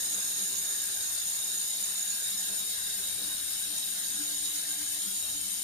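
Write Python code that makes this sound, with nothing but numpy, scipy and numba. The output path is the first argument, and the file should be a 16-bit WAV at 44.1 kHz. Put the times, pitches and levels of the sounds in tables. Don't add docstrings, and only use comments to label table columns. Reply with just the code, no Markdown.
import sys
import numpy as np
from scipy import signal
from scipy.fft import rfft, irfft
from scipy.io import wavfile
from scipy.ndimage import uniform_filter1d
from numba import njit

SR = 44100
rng = np.random.default_rng(int(sys.argv[2]) if len(sys.argv) > 2 else 0)


def materialize(psi):
    bounded = np.clip(np.atleast_2d(psi).T, -1, 1)
    quanta = np.round(bounded * 32767).astype(np.int16)
    wavfile.write(sys.argv[1], SR, quanta)


N = 248283

# (lag/ms, sway/ms, sway f/Hz)
ECHO_PATHS = [(-3.4, .5, .43), (-1.1, .4, .61), (.9, .45, .37), (2.6, .5, .53)]
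# (f/Hz, left relative level/dB, right relative level/dB)
SHOP_COLOUR = [(14, -2, -6), (32, -9, -1), (58, 5, 0), (76.6, -1, -2), (92, 3, -0.5), (106, -2.5, -3),
               (131, -1.5, -3), (237, 1, -5), (350, -4, -6.5), (470, -3.5, -15), (680, -2.5, -0.5),
               (870, -1, -8), (1030, -5, -6.5), (1240, -4.5, -4.5), (1380, -3, -4), (1857, -1, 1.5),
               (2180, -32, -23)]
# (t/s, relative level/dB)
DEEP_RUMBLE_LEVEL = [(0.0, -2), (0.6, -1.5), (1.25, -1), (1.7, -5), (2.4, -2), (3.4, 5), (3.8, -2.5),
                     (4.6, 0.5), (5.2, -1), (5.4, 7), (5.63, -6)]
# (middle t/s, spread t/s, centre f/Hz, level/dB before the left-right balance)
PUFFS = [(0.182, 0.034, 400, -54), (0.4, 0.024, 180, -59), (1.48, 0.02, 497, -58), (2.52, 0.041, 348, -58),
         (3.23, 0.042, 350, -56)]
# (t/s, left level/dB of multiples 2, 3, 4, right level/dB of multiples 2, 3, 4)
HUM_LEVEL = [(0.0, -67, -63.5, -63, -63, -65, -72), (0.45, -70.5, -68, -61.5, -66, -71, -65),
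             (0.8, -69, -65, -62.5, -68, -70, -75), (1.2, -63, -68, -74, -69, -80, -80),
             (1.6, -69.5, -74, -66, -76, -78, -68), (2.2, -59.5, -70, -77, -69, -73, -82),
             (2.9, -59.5, -72, -61.5, -72, -69, -86), (3.5, -69, -61.5, -76, -68, -69, -74),
             (4.1, -57.5, -68, -76, -64, -62, -77), (4.2, -62, -50, -72, -62, -57.5, -64),
             (5.0, -61, -61.5, -73, -71, -59.5, -76), (5.63, -58.5, -61, -76, -63, -63, -66)]
# (middle t/s, spread t/s, peak change of level/dB at the left for multiples 2, 3, 4)
HUM_SWELLS = [(0.18, 0.075, 11, 14.5, -7), (0.43, 0.044, 17, -6, 3), (0.91, 0.018, -2, 4, 15),
              (1.5, 0.1, 8, 10, 4), (1.98, 0.023, 9, -3, -6), (2.52, 0.073, 4, 12, 3),
              (3.0, 0.037, 9, -7, 6), (3.25, 0.043, 13.5, 18.5, 7), (3.72, 0.03, 7, 13, -2),
              (4.17, 0.019, 3, 9, 15), (4.8, 0.037, 3, 8, -2), (5.12, 0.057, 11, 2, 12),
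              (5.38, 0.024, -4, 10.5, 0)]
# (multiple, left level/dB, right level/dB, change of level/dB per s)
WEAK_MULTIPLES = [(1, -74, -81, -1), (5, -73, -82, -2), (6, -77, -78, -3), (7, -77, -72, -1),
                  (9, -84, -79, 0), (10, -80, -77, -1), (13, -82, -78, -1)]
# (left f/Hz, left level/dB, core width f/Hz, skirt width f/Hz,
# left skirt level/dB against the core, right skirt level/dB against the core)
WHISTLE_FORM = [(3785, -47.5, 90, 570, 3.5, -13), (6820, -45, 115, 660, 2, -6.5)]
# (t/s, low whistle f/Hz, high whistle f/Hz)
RIGHT_PITCH = [(0.0, 3755, 6785), (1.26, 3745, 6790), (1.3, 3745, 6850), (2.45, 3760, 6880),
               (2.65, 3770, 6930), (3.7, 3795, 6945), (4.05, 3800, 6900), (4.6, 3815, 6920),
               (5.63, 3825, 6940)]
# (t/s, low whistle level/dB, high whistle level/dB, level/dB of the shoulder below it)
RIGHT_LEVEL = [(0.0, -43.5, -38, -38.5), (0.7, -45, -35.5, -40), (1.24, -41.5, -39.5, -41.5),
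               (1.3, -44, -34.5, -43), (1.45, -42, -36, -43), (2.45, -40.5, -36, -58),
               (2.65, -40.5, -40, -55), (3.7, -42, -45.5, -59), (4.05, -41.5, -39, -44),
               (4.6, -42.5, -36.5, -50), (5.63, -46, -39, -47)]
# (middle f/Hz, width f/Hz, relative level/dB, climb f/Hz per s)
ROAR_BANDS = [(1497, 93, -5, -9), (1604, 65, 0.5, 0.5), (1694, 48, -4, -17), (1830, 110, -2.5, -2)]
# (t/s, level/dB)
ROAR_STRENGTH = [(0.0, -51), (0.3, -58.5), (0.7, -51.5), (1.2, -56.5), (1.98, -60.5), (2.08, -55),
                 (2.65, -56), (2.8, -50.5), (3.12, -60), (3.42, -52), (3.75, -63), (4.0, -50), (4.5, -61),
                 (4.65, -52.5), (5.05, -60), (5.3, -65), (5.63, -60)]
# (f/Hz, left relative level/dB, right relative level/dB)
JET_COLOUR = [(1943, -15.5, -14.5), (2650, -6, -8), (3200, -6, -6), (4340, -0.5, 1), (4700, -1.5, -2),
              (5170, -1.5, 0.5), (6450, -2.5, -1), (7460, -3.5, 4), (7500, -1, -4), (7750, -2, 0),
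              (8000, -5.5, -1), (8350, 1.5, -6), (9900, 1.5, -1), (11300, 2.5, -7.5), (12600, -2.5, -4),
              (13500, 2, 3), (14700, -4.5, -10), (16500, 6, -5)]
# (middle f/Hz, width f/Hz,
# left relative level/dB, right relative level/dB, climb f/Hz per s, change of level/dB per s)
HISS_RINGS = [(2125, 190, -22.5, -28, 3, 0.5), (2360, 200, -28.5, -34, 9, -0.5),
              (2730, 180, -26.5, -25, -12, 0), (2928, 170, -34, -18, 22, 0.8),
              (3305, 240, -26.5, -18, -16, 2), (3516, 140, -31, -19, 0, -1.5),
              (4003, 110, -36, -19.5, 13, -1.8), (4794, 370, -16, -21, -7, 0),
              (5460, 740, -11.5, -17.5, 34, 0.1), (7100, 270, -30, -8.5, 31, -2),
              (8170, 280, -33, -29, 3, -7), (8700, 450, -3.5, -23, -12, -0.5), (8880, 500, 0, -19, 4, 0.5),
              (9510, 640, -1.5, -22, 13, -0.4), (10440, 1200, -10.5, -16, -2, 1.2),
              (10900, 450, -12, -19, -8, -2), (11560, 650, -16, -15, -2, 0.5),
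              (11750, 1100, -8, -9, -4, -0.9), (12200, 410, -24, -18, -2, 2),
              (15400, 800, -20, -25, -2, -1)]

WOBBLE_HZ = 98.6
TURBULENCE_SHARED, FLICKER_SHARED = .5, .6
DEEP_ALIKE, DEEP_ALIKE_HZ = .14, 397
RIGHT_SWING = .12
FLUTTER_DB, FLUTTER_RAD, FLUTTER_PER_S = 3.4, .4, 45
WHISTLE_FLAT, ROAR_FLAT = .85, .8
GAS_DB, JET_DB = -36.5, -1


def undb(db):
    return 10 ** (np.asarray(db) / 20)


def unit(x):
    return x / np.sqrt(np.mean(x ** 2))


def played(table):
    s, *columns = np.transpose(table)
    return [np.interp(np.arange(N) / SR, s, column) for column in columns]


def drift(per_s):
    return per_s * (np.arange(N) - N / 2) / SR


def split(x, hz):
    low = signal.filtfilt(*signal.butter(2, hz, fs=SR), x)
    return low, x - low


def walk(rate):
    hold = int(SR / rate)
    steps = np.repeat(rng.standard_normal(N // hold + 1), hold)
    smooth = uniform_filter1d(uniform_filter1d(steps, hold), hold)
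    return unit(smooth[:N])


def flicker(db, rate):
    both = np.sqrt(FLICKER_SHARED) * walk(rate)
    walks = np.array([both + np.sqrt(1 - FLICKER_SHARED) * walk(rate) for _ in range(2)])
    slow = uniform_filter1d(walks, int(6 * SR / rate))
    return undb(db * unit(walks - slow))


def turbulence():
    left, own = rng.standard_normal((2, N))
    n = np.arange(N)
    echo = 0
    for lag_ms, sway_ms, sway_hz in ECHO_PATHS:
        delay_ms = lag_ms + sway_ms * np.sin(2 * np.pi * sway_hz * n / SR)
        echo = echo + np.interp(n - SR / 1000 * delay_ms, n, left)
    right = np.sqrt(1 - TURBULENCE_SHARED) * own + np.sqrt(TURBULENCE_SHARED) * unit(echo)
    return np.array([left, right])


@njit
def svf(x, hz, width):
    y, band, low = np.empty(len(x)), 0., 0.
    for i in range(len(x)):
        g, damping = np.tan(np.pi * hz[i] / SR), width / hz[i]
        v = (band + g * (x[i] - low)) / (1 + g * (g + damping))
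        band, low, y[i] = 2 * v - band, low + 2 * g * v, damping * v
    return y


def ring(hz, width, flicker_db, rate, flat=0):
    centres, width = hz * np.ones((2, N)), float(width)
    offset = flat * width / 2
    tones = []
    for noise, centre in zip(turbulence(), centres):
        first = svf(noise, centre - offset, width)
        tones.append(unit(svf(first, centre + offset, width)))
    return flicker(flicker_db, rate) * tones


def bands(noise, table, flicker_db, rate):
    hz, *colour = np.transpose(table)
    log_f = np.log2(np.maximum(np.fft.rfftfreq(N, 1 / SR), 1))
    curves = [np.interp(log_f, np.log2(hz), c, left=-99, right=-99) for c in colour]
    spectrum = rfft(noise) * undb(curves)
    out = 0
    for centre in np.arange(np.log2(hz[0]), np.log2(hz[-1]) + 1 / 4, 1 / 4):
        share = np.clip(1 - 4 * abs(log_f - centre), 0, 1)
        out = out + irfft(spectrum * share, N) * flicker(flicker_db, rate)
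    return unit(out)


def shop():
    deep, high = split(rng.standard_normal((3, N)), DEEP_ALIKE_HZ)
    noise = high[:2] + np.sqrt(1 - DEEP_ALIKE) * deep[:2] + np.sqrt(DEEP_ALIKE) * deep[2]
    deep, mid = split(bands(noise, SHOP_COLOUR, 2.67, 16), 120)
    rumble = deep * undb(played(DEEP_RUMBLE_LEVEL)) + mid * undb(drift(-.48))
    motor = np.sin(2 * np.pi * 59.8 * np.arange(N) / SR)
    drone = undb([[-82], [-72]]) * flicker(4.5, 9) * motor
    return undb(-53) * rumble + drone


def surges():
    out, t = 0, np.arange(N) / SR
    for s, spread, hz, db in PUFFS:
        puff = unit(svf(rng.standard_normal(N), np.full(N, float(hz)), 1.3 * hz))
        swell = np.exp(-.5 * ((t - s) / spread) ** 2)
        out = out + undb(db) * swell * puff
    return out * undb([[3], [-4]])


def wobble():
    t = np.arange(N) / SR
    turn = 2 * np.pi * WOBBLE_HZ * t + .082 * walk(13)
    rises = sum(np.outer(db, np.exp(-.5 * ((t - s) / spread) ** 2)) for s, spread, *db in HUM_SWELLS)
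    hum = 0
    levels = played(HUM_LEVEL)
    for k, left_db, right_db, rise in zip((2, 3, 4), levels[:3], levels[3:], rises):
        gain = undb([left_db + rise, right_db + RIGHT_SWING * rise])
        waver = flicker(4.5 / k, 10) * flicker(FLUTTER_DB, FLUTTER_PER_S)
        right_lead = [[0], [1.1]] + [[0], [.6]] * walk(3.73)
        phase = k * turn + FLUTTER_RAD * walk(FLUTTER_PER_S) + right_lead
        hum = hum + gain * waver * np.sin(phase)
    for k, left_db, right_db, change in WEAK_MULTIPLES:
        gain = undb([[left_db], [right_db]] + drift(change)) * flicker(2.5, 8)
        hum += gain * np.sin(k * turn + rng.uniform(0, 2 * np.pi, (2, 1)))
    return hum


def whistles():
    out = 0
    *levels, shoulder_db = played(RIGHT_LEVEL)
    for right_hz, right_db, form in zip(played(RIGHT_PITCH), levels, WHISTLE_FORM):
        left_hz, left_db, core_width, skirt_width, *skirt_db = form
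        hz = np.array([np.full(N, left_hz), right_hz]) + 7 * walk(25)
        core = ring(hz, core_width, 1.07, 45, WHISTLE_FLAT)
        skirt = undb(skirt_db)[:, None] * ring(hz, skirt_width, 1.8, 35)
        tone = [unit(x) for x in core + skirt]
        out = out + tone * undb([np.full(N, left_db), right_db])
    out[1] += ring(6570, 120, .48, 30.5, WHISTLE_FLAT)[1] * undb(shoulder_db)
    return out


def corner_roar():
    roar = 0
    for hz, width, db, climb in ROAR_BANDS:
        sway = undb(db + 2.6 * walk(10))
        roar = roar + sway * ring(hz + drift(climb), width, 2.3, 40, ROAR_FLAT)
    return unit(roar) * undb(played(ROAR_STRENGTH))


def gas():
    hiss = undb(JET_DB) * bands(turbulence(), JET_COLOUR, 1.75, 36)
    for hz, width, left_db, right_db, climb, change in HISS_RINGS:
        gain = undb([[left_db], [right_db]] + drift(change))
        hiss += gain * ring(hz + drift(climb), width, .66, 36)
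    rest, top = split(hiss, 11700)
    body, bright = split(rest, 9600)
    hiss = body * undb(drift(-.17)) + bright + top
    hiss *= undb(.4 * walk(45))
    hiss *= 1 + .018 * np.sin(2 * np.pi * WOBBLE_HZ * np.arange(N) / SR)
    return hiss * undb(GAS_DB)


def scene():
    return shop() + surges() + wobble() + whistles() + corner_roar() + gas()


def record(dry):
    return signal.sosfilt(signal.ellip(12, .2, 70, 15460, fs=SR, output="sos"), dry)


dry = scene()
out = record(dry)
materialize(out)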